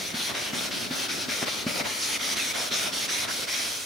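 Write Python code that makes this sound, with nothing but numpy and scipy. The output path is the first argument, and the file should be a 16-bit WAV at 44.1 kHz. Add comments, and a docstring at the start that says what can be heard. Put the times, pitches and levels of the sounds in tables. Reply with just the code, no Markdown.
"""Wet sanding of a hollow lens

Wet sandpaper is rubbed to and fro by hand over a hollow plastic headlamp lens, about five strokes a second.
Coloured noise grains rasp and hiss with the speed of the hand and sink at each turn, over the lens's body.
Damped modes knock as the pad grips; grain bursts scrape and gliding sines cluck at the rim, and one rough
sine squeaks. Close microphones in a small workshop add a diffuse tail and a steady noise floor."""
import sys
import numpy as np
from scipy import signal
from scipy.fft import rfft, irfft
from scipy.io import wavfile
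from scipy.ndimage import uniform_filter1d

SR = 44100
rng = np.random.default_rng(int(sys.argv[2]) if len(sys.argv) > 2 else 0)


def waveform_to_disk(signal):
    """Save audio, clipped to [-1, 1], as 16-bit WAV at the path in sys.argv[1]."""
    frames = np.transpose(np.atleast_2d(signal))
    scaled = np.clip(frames, -1, 1) * 32767
    samples = np.round(scaled).astype(np.int16)
    wavfile.write(sys.argv[1], SR, samples)


N = 169785
T = np.arange(N) / SR  # time [s]
HZ = np.fft.rfftfreq(N, 1 / SR)  # frequency of each spectral bin [Hz]
ONSET_RISE_S = 0.0023  # time constant with which knocks and bites build up


def amp(db):
    """Level to amplitude: 20 dB is a factor of ten."""
    return 10 ** (np.asarray(db) / 20)


def unit(x):
    """Normalisation to a root-mean-square value of 1."""
    return x / np.sqrt(np.mean(x ** 2) + 1e-20)


def read(points):
    """Interpolation of a table over logarithmic frequency, at every bin."""
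    f, value = np.transpose(points)
    return np.interp(np.log(HZ + 1), np.log(f + 1), value)


def over_time(points):
    """Linear interpolation of a table over time, at every sample."""
    return np.interp(T, *np.transpose(points))


def wander(hz):
    """Low-passed noise: chance variation up to a cutoff frequency, of unit rms."""
    spectrum = rfft(rng.standard_normal(N)) / np.sqrt(1 + (HZ / hz) ** 4)
    return unit(irfft(spectrum, N))


def swell(centre, spread):
    """Gaussian envelope: a smooth rise and fall."""
    return np.exp(-.5 * ((T - centre) / spread) ** 2)


def colour(pair, gain):
    """Filtering and mid-side mixing: two unrelated signals gain a spectrum and a stereo coherence."""
    # likeness of the two microphones: (frequency [Hz], correlation of left and right)
    likeness = [(50, 0.43), (240, 0.51), (500, 0.32), (1000, 0.2), (1700, 0.5), (2300, 0.57), (4000, 0.74),
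                (6200, 0.78), (7500, 0.29), (10000, 0.14), (12000, -0.23), (16000, -0.19)]
    same = np.clip(read(likeness), -.98, .98)
    mid, side = rfft(pair) * gain * np.sqrt([1 + same, 1 - same])
    return unit(irfft(np.array([mid + side, mid - side]), N))


def grains(spread_db):
    """Random impulse noise: dense clicks of grit on plastic, their levels spread exponentially in decibels."""
    grains_per_s = 9000
    size = amp(spread_db * np.minimum(rng.exponential(1, (2, N)), 5))
    sign = rng.choice([-1, 1], (2, N))
    struck = rng.random((2, N)) < grains_per_s / SR
    return size * sign * struck


def strokes():
    """Reciprocating motion: yields each stroke's row, its end and the samples it covers."""
    # strokes of the hand, each lasting until the next: (start [s], speed-up [s], slow-down [s],
    # early, middle and late pressure [dB], body [dB], hiss [dB])
    stroke_rows = [(-.079, 0.028, 0.015, 3, -1.5, -2.5, -3, -2.5),
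                   (0.134, 0.0095, 0.036, 0, 0, 3.5, 0.5, -0.5),
                   (0.335, 0.014, .027, 3, 0.3, 0.7, -0.5, -4),
                   (0.524, 0.0095, 0.025, 0.5, -0.8, 2.3, 0.4, -0.5),
                   (0.699, 0.024, .045, 1.4, -0.4, 2, -1, -2.5), (0.897, 0.025, .013, 0.8, 0.5, 1, 0, -0.4),
                   (1.079, 0.01, 0.039, 2.4, -1.7, 4.5, 0, -2), (1.274, 0.017, 0.01, 2, 0.5, 1.5, 0, -0.5),
                   (1.454, 0.007, 0.029, 0.8, -1, -0.5, -0.5, -2),
                   (1.656, 0.017, 0.025, 2.5, -2, 4.5, 0, 0.5), (1.833, 0.014, .017, -0.5, -2, 4, -1, -0.5),
                   (2.185, 0.016, 0.008, 0, 2.9, 4, -1.5, -0.3),
                   (2.353, 0.0063, 0.0036, 4, 2.5, 2, -2, -0.4),
                   (2.531, 0.0044, 0.01, -0.5, 1.5, -1.5, 0.5, 0.5),
                   (2.702, 0.019, 0.032, 4.5, 2, 3, 1.5, 0.5), (2.916, 0.0095, 0.011, 2, 1.2, 1.5, -1, 0.1),
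                   (3.076, 0.012, 0.016, 3.5, 2, 3, -0.5, -0.5),
                   (3.267, 0.019, 0.019, 1, 0.5, 0.5, -2.1, 0.5), (3.466, 0.013, 0.059, 3, 0.4, 0, -2, 0)]
    last_stop_s = 3.93
    ends = [row[0] for row in stroke_rows[1:]] + [last_stop_s]
    for row, end in zip(stroke_rows, ends):
        yield row, end, (T >= row[0]) & (T < end)


def hand():
    """Kinematics of rubbing: pad speed, the part fast enough to hiss, pressure, and body and hiss gains."""
    # points within a stroke where its pressure is given: (fraction of the stroke)
    press_at = [.15, .5, .85]
    hiss_lag_s, hiss_lead_s = 0.01, 0.0014  # the finest hiss builds later and dies sooner than the rasp
    speed, glide, press, body, hiss = np.zeros((5, N))
    for (start, rise, fall, early, middle, late, body_db, hiss_db), end, now in strokes():
        since, left = T[now] - start, end - T[now]
        rise, fall = max(rise, .005), max(fall, .005)
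        speed[now] = np.tanh(since / rise) * np.tanh(left / fall)
        glide[now] = np.tanh(since / (rise + hiss_lag_s)) * np.tanh(left / (fall + hiss_lead_s))
        press[now] = amp(np.interp(since / (end - start), press_at, [early, middle, late]))
        body[now], hiss[now] = amp(body_db), amp(hiss_db)
    # a 9 ms average smooths the steps between strokes
    return speed, glide, *uniform_filter1d(np.array([press, body, hiss]), size=400, axis=1)


def reflected(pair):
    """Comb-like interference: reflections off hand and lens, new with each stroke, alter its colour."""
    echo_s, echo_db = 0.0054, -10  # decay time constant, and energy relative to the direct sound
    t, out = T[:1500], np.zeros((2, N))
    for row, end, now in strokes():
        echo = rng.standard_normal(len(t)) * np.exp(-t / echo_s)
        echo *= amp(echo_db) / np.linalg.norm(echo)
        echo[0] = 1  # direct sound
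        out += signal.oaconvolve(pair * now, echo[None], axes=1)[:, :N]
    return out


def rub(spectrum, spread_db):
    """Source-filter principle: grit clicks are coloured by paper and lens."""
    return colour(reflected(grains(spread_db)), amp(read(spectrum)))


def shifting(pair):
    """Time-varying resonance: the paper flexes under the fingers, so colours come and go within a stroke."""
    patch_hz, patch_s, patch_db = 507, 0.053, 1.5  # smoothing of the patches, and their rms depth
    hz, t, z = signal.stft(pair, SR, nperseg=512, noverlap=384)
    across = np.exp(-(2 * (hz[:, None] - hz) / patch_hz) ** 2)
    along = np.exp(-(2 * (t[:, None] - t) / patch_s) ** 2)
    patches = unit(across @ rng.standard_normal(z.shape[1:]) @ along)
    patched = signal.istft(z * amp(patch_db * patches), SR, nperseg=512, noverlap=384)[1]
    return unit(patched[:, :N])


def sanding():
    """Sliding friction: rasp follows speed and pressure, hiss mostly speed; the body sounds through turns."""
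    # spectra of rasp, fine hiss, lens body and low boom: (frequency [Hz], relative level [dB])
    grit_spectrum = [(500, -38), (1300, -11.5), (1800, -5.5), (2250, -0.3), (2800, -3.2), (3600, 0.7),
                     (4700, -2.5), (5700, -6.5), (7000, -16), (10000, -19), (16000, -45)]
    hiss_spectrum = [(2500, -24), (4500, -11), (5700, 0.5), (6500, -3), (7400, -9.5), (8400, -8),
                     (9800, -3.5), (11500, -10.5), (15000, -13.5), (16000, -23)]
    body_spectrum = [(200, -13.5), (400, -3.5), (500, -1), (600, 3), (800, -2.5), (1050, -2.5), (1400, 0.5),
                     (1800, -7), (2600, -15.5), (6000, -31)]
    boom_spectrum = [(30, -52), (60, -44), (100, -14.5), (160, -8.5), (190, -4.5), (238, 0.5), (300, -3.5),
                     (420, -6.5), (900, -28)]
    # hollowness of the lens under the pad: (time [s], level [dB])
    hollowness = [(0, -42), (.43, -45.5), (.55, -39.5), (1.2, -40), (1.45, -45), (1.75, -42), (2, -47.5),
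                  (2.35, -42.5), (2.9, -45.5), (3.3, -46.5), (3.8, -51.5)]
    grit_db, hiss_db, body_db = -33.5, -35.5, -40
    hiss_power, hiss_press_power, body_power, boom_power = 2, 0.79, 0.43, 0.038  # exponents
    creep = 0.23  # effort left at the turns
    judder_db, judder_hz = 0.3, 70  # rms level variation of everything
    flutter_db, flutter_hz = 1.42, 40  # further variation of body and boom
    # the pad eases off the lens: the body fades fastest, the hiss slowest
    lift_s, lift_rasp_db_per_s, lift_hiss_db_per_s, lift_body_db_per_s = 3.685, 38, 9, 43

    speed, glide, press, body, hiss = hand()
    effort = np.hypot(speed * press, creep)
    hiss_drive = np.hypot(glide, creep) ** hiss_power * press ** hiss_press_power
    lifted = np.maximum(T - lift_s, 0)

    rasp_level = amp(grit_db - lift_rasp_db_per_s * lifted) * effort
    rasp = rasp_level * shifting(rub(grit_spectrum, spread_db=1.5))
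    fizz_level = amp(hiss_db - lift_hiss_db_per_s * lifted) * hiss * hiss_drive
    fizz = fizz_level * shifting(rub(hiss_spectrum, spread_db=0.3))
    shell_level = amp(body_db - lift_body_db_per_s * lifted) * body * effort ** body_power
    shell = shell_level * rub(body_spectrum, spread_db=3.0)
    boom_level = amp(over_time(hollowness)) * effort ** boom_power
    boom = boom_level * rub(boom_spectrum, spread_db=2.5)

    flutter = amp(flutter_db * wander(flutter_hz))
    judder = amp(judder_db * wander(judder_hz))
    return judder * (rasp + fizz + (shell + boom) * flutter)


def bites():
    """Breakaway from static friction: a short coarse burst as the grit breaks loose after each turn."""
    # spectrum of the burst: (frequency [Hz], relative level [dB])
    bite_spectrum = [(400, -27), (900, -4), (1500, 7), (2300, 6), (4000, -4.5), (6000, -4), (10000, -35)]
    bite_db, decay_s, delay_s = -34.5, 0.021, .011  # the stroke's early pressure adds to the level
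    level = np.zeros(N)
    for row, end, now in strokes():
        start, early_db = row[0], row[3]
        t = np.maximum(T[now] - start - delay_s, 0)
        level[now] = amp(bite_db + early_db) * (1 - np.exp(-t / ONSET_RISE_S)) * np.exp(-t / decay_s)
    return level * rub(bite_spectrum, spread_db=5.0)


def scrapes():
    """Friction noise at an edge: coarse low grains swell where the pad meets a rim or ridge."""
    # passes over an edge: (centre [s], Gaussian spread [s], level [dB])
    edge_passes = [(0.309, 0.019, -34), (1.432, 0.012, -30.5), (1.48, 0.0073, -27), (1.806, 0.013, -32),
                   (1.863, 0.0087, -28.5), (2.59, 0.032, -36), (2.88, 0.016, -38.5), (3.24, 0.023, -35.5)]
    # spectrum of the scrape: (frequency [Hz], relative level [dB])
    scrape_spectrum = [(50, -10), (150, -1), (400, -3), (620, 6), (780, 1), (950, 1.5), (1300, -1.5),
                       (2100, -1.5), (4000, -13), (10000, -39)]
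    level = sum(amp(db) * swell(s, spread) for s, spread, db in edge_passes)
    return level * rub(scrape_spectrum, spread_db=5.0)


def rings():
    """Noise-excited resonance: grit rouses passing resonances of the paper, which slide as it flexes."""
    # resonances: (centre [s], Gaussian spread [s], frequency [Hz], glide [Hz/s],
    # full width at half amplitude [Hz], level [dB])
    resonances = [(0.076, 0.018, 6030, -3000, 400, -39), (0.216, 0.016, 3160, 0, 800, -33.5),
                  (0.593, 0.0099, 3570, 0, 700, -33.5), (1.326, 0.023, 2300, -6000, 1100, -36.5),
                  (1.812, .006, 2120, 0, 400, -32), (2.036, 0.025, 5440, 0, 3020, -29.5),
                  (2.044, 0.067, 9700, 0, 3000, -40), (2.116, 0.048, 6500, -2000, 595, -42),
                  (2.312, 0.034, 5840, 8000, 500, -36.5), (2.39, 0.013, 2050, 0, 700, -37),
                  (2.742, 0.019, 5570, 0, 900, -33.5), (2.782, .05, 2350, 0, 700, -39),
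                  (3.128, 0.033, 5880, 0, 302.3, -33.5), (3.197, 0.036, 2150, 0, 800, -37),
                  (3.3, 0.018, 1520, 0, 1100, -34), (3.56, 0.035, 2290, 0, 700, -37),
                  (3.564, 0.05, 5800, -2, 400, -36)]
    out = np.zeros((2, N))
    for s, spread, hz, glide, width, db in resonances:
        ring = colour(grains(spread_db=-3), 1 / (1 + (2 * (HZ - hz) / width) ** 2))
        near = abs(T - s) < 4 * spread
        # turning the analytic signal shifts its frequency
        slide = np.exp(1j * np.pi * glide * (T[near] - s) ** 2)
        slid = (signal.hilbert(ring[:, near]) * slide).real
        out[:, near] += amp(db) * swell(s, spread)[near] * slid
    return out


def squeak():
    """Stick-slip oscillation: the paper gives a rough whistle that mostly falls through one stroke."""
    # path of the whistle: (time [s], frequency [Hz], level [dB])
    whistle_path = [(2.37, 2940, -48), (2.392, 2760, -33), (2.408, 2497, -35), (2.425, 2430, -31.5),
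                    (2.447, 2410, -40.5), (2.465, 2275, -40), (2.485, 2177, -45), (2.508, 2220, -32),
                    (2.522, 2360, -34), (2.535, 2320, -55)]
    jitter_hz, jitter_rate_hz = 70, 220  # rms frequency variation, and its cutoff
    rough_db, rough_hz = 3, 120  # rms level variation, and its cutoff
    s, hz, db = np.transpose(whistle_path)
    turns = np.cumsum(np.interp(T, s, hz) + jitter_hz * wander(jitter_rate_hz)) / SR
    level = amp(np.interp(T, s, db)) * (T > s[0]) * (T < s[-1])
    whistle = amp(rough_db * wander(rough_hz)) * np.sin(2 * np.pi * turns)
    return level * unit(whistle)


def knocks():
    """Modal vibration: soft blows as the pad grips set off the damped modes of the lens."""
    # grips of the pad: (time [s], level [dB])
    grips = [(0.142, -24.5), (.532, -24), (0.704, -29), (.909, -20.5), (1.284, -23.5), (1.426, -23),
             (1.665, -16.5), (1.808, -31.5), (2.37, -29), (2.714, -29), (2.934, -30.5)]
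    # modes of the lens: (nominal frequency [Hz], relative level [dB], 60 dB decay time [s])
    lens_modes = [(170, -13, 0.13), (242, 2.2, 0.059), (303, -6.5, 0.037), (574, -17, 0.065),
                  (890, -32, 0.098), (1080, -27, 0.07)]
    detune = 0.043  # greatest chance shift of a mode, as a fraction of its frequency
    out = np.zeros(N)
    for s, level_db in grips:
        first = round(s * SR)
        t = T[:min(8000, N - first)]
        ring = np.zeros(len(t))
        for hz, db, t60 in lens_modes:
            mode_hz = hz * (1 + detune * (2 * rng.random() - 1))
            ring += amp(db - 60 * t / t60) * np.sin(2 * np.pi * mode_hz * t)
        out[first:][:len(t)] += amp(level_db) * ring * (1 - np.exp(-t / ONSET_RISE_S))
    return out


def clucks():
    """Gliding resonance: short hollow bumps whose pitch drops as the wet pad rides over the rim."""
    # bumps over the rim: (time [s], first frequency [Hz], frequency approached [Hz], peak level [dB])
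    bumps = [(1.423, 1070, 330, -38), (1.477, 1005, 448, -32), (1.795, 1010, 332, -29),
             (1.854, 1220, 600, -42)]
    fall_s, peak_s = 0.0092, 0.0052  # time constant of the pitch fall, and time to the loudest point
    out = np.zeros(N)
    for s, first_hz, last_hz, db in bumps:
        t = np.maximum(T - s, 0)
        # integral of an exponentially falling frequency
        turns = last_hz * t + (first_hz - last_hz) * fall_s * (1 - np.exp(-t / fall_s))
        envelope = (t / peak_s * np.exp(1 - t / peak_s)) ** 2
        out += amp(db) * envelope * np.sin(2 * np.pi * turns)
    return out


def room(x):
    """Diffuse reverberation: a short decaying noise tail, different at each microphone."""
    t60_s, gap_s = 0.45, .005  # 60 dB decay time, and silence before the tail
    t = T[:SR // 2]
    tail = rng.standard_normal((2, len(t))) * amp(-60 * t / t60_s) * (t > gap_s)
    return signal.fftconvolve(x, tail / np.linalg.norm(tail[0]), axes=1)[:, :N]


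def workshop():
    """Stationary background noise: the steady floor of the workshop."""
    # spectrum of the floor: (frequency [Hz], relative level [dB])
    floor_spectrum = [(20, -30), (40, -35), (60, -7.5), (110, -7), (250, -12), (600, -17.5), (2000, -15),
                      (6000, -17.5), (16000, -23)]
    floor_db = -43.5
    return amp(floor_db) * colour(rng.standard_normal((2, N)), amp(read(floor_spectrum)))


def scene():
    """Superposition: panned sanding and central lens blows, with their room and the workshop floor."""
    # the hand moves across the microphones: (time [s], left minus right [dB])
    hand_path = [(0, 0.5), (1.7, 1.5), (2.2, 0), (2.6, 0.3), (3.2, 0), (3.8, 0)]
    room_db = -11
    pan_db = over_time(hand_path)
    rubbing = sanding() + bites() + scrapes() + rings() + squeak()
    near = rubbing * amp([pan_db / 2, -pan_db / 2]) + knocks() + clucks()
    return near + amp(room_db) * room(near) + workshop()


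def record(dry):
    """Band limitation: a high-pass cuts the bass and a linear-phase low-pass cuts the top."""
    low_cut_hz, edge_hz = 55, 15850
    bass_cut = signal.butter(2, low_cut_hz, "highpass", fs=SR, output="sos")
    thin = signal.sosfilt(bass_cut, dry)
    top_cut = signal.firwin(511, edge_hz, window=("kaiser", 9), fs=SR)
    return signal.oaconvolve(thin, top_cut[None], "same")


dry = scene()
out = record(dry)
waveform_to_disk(out)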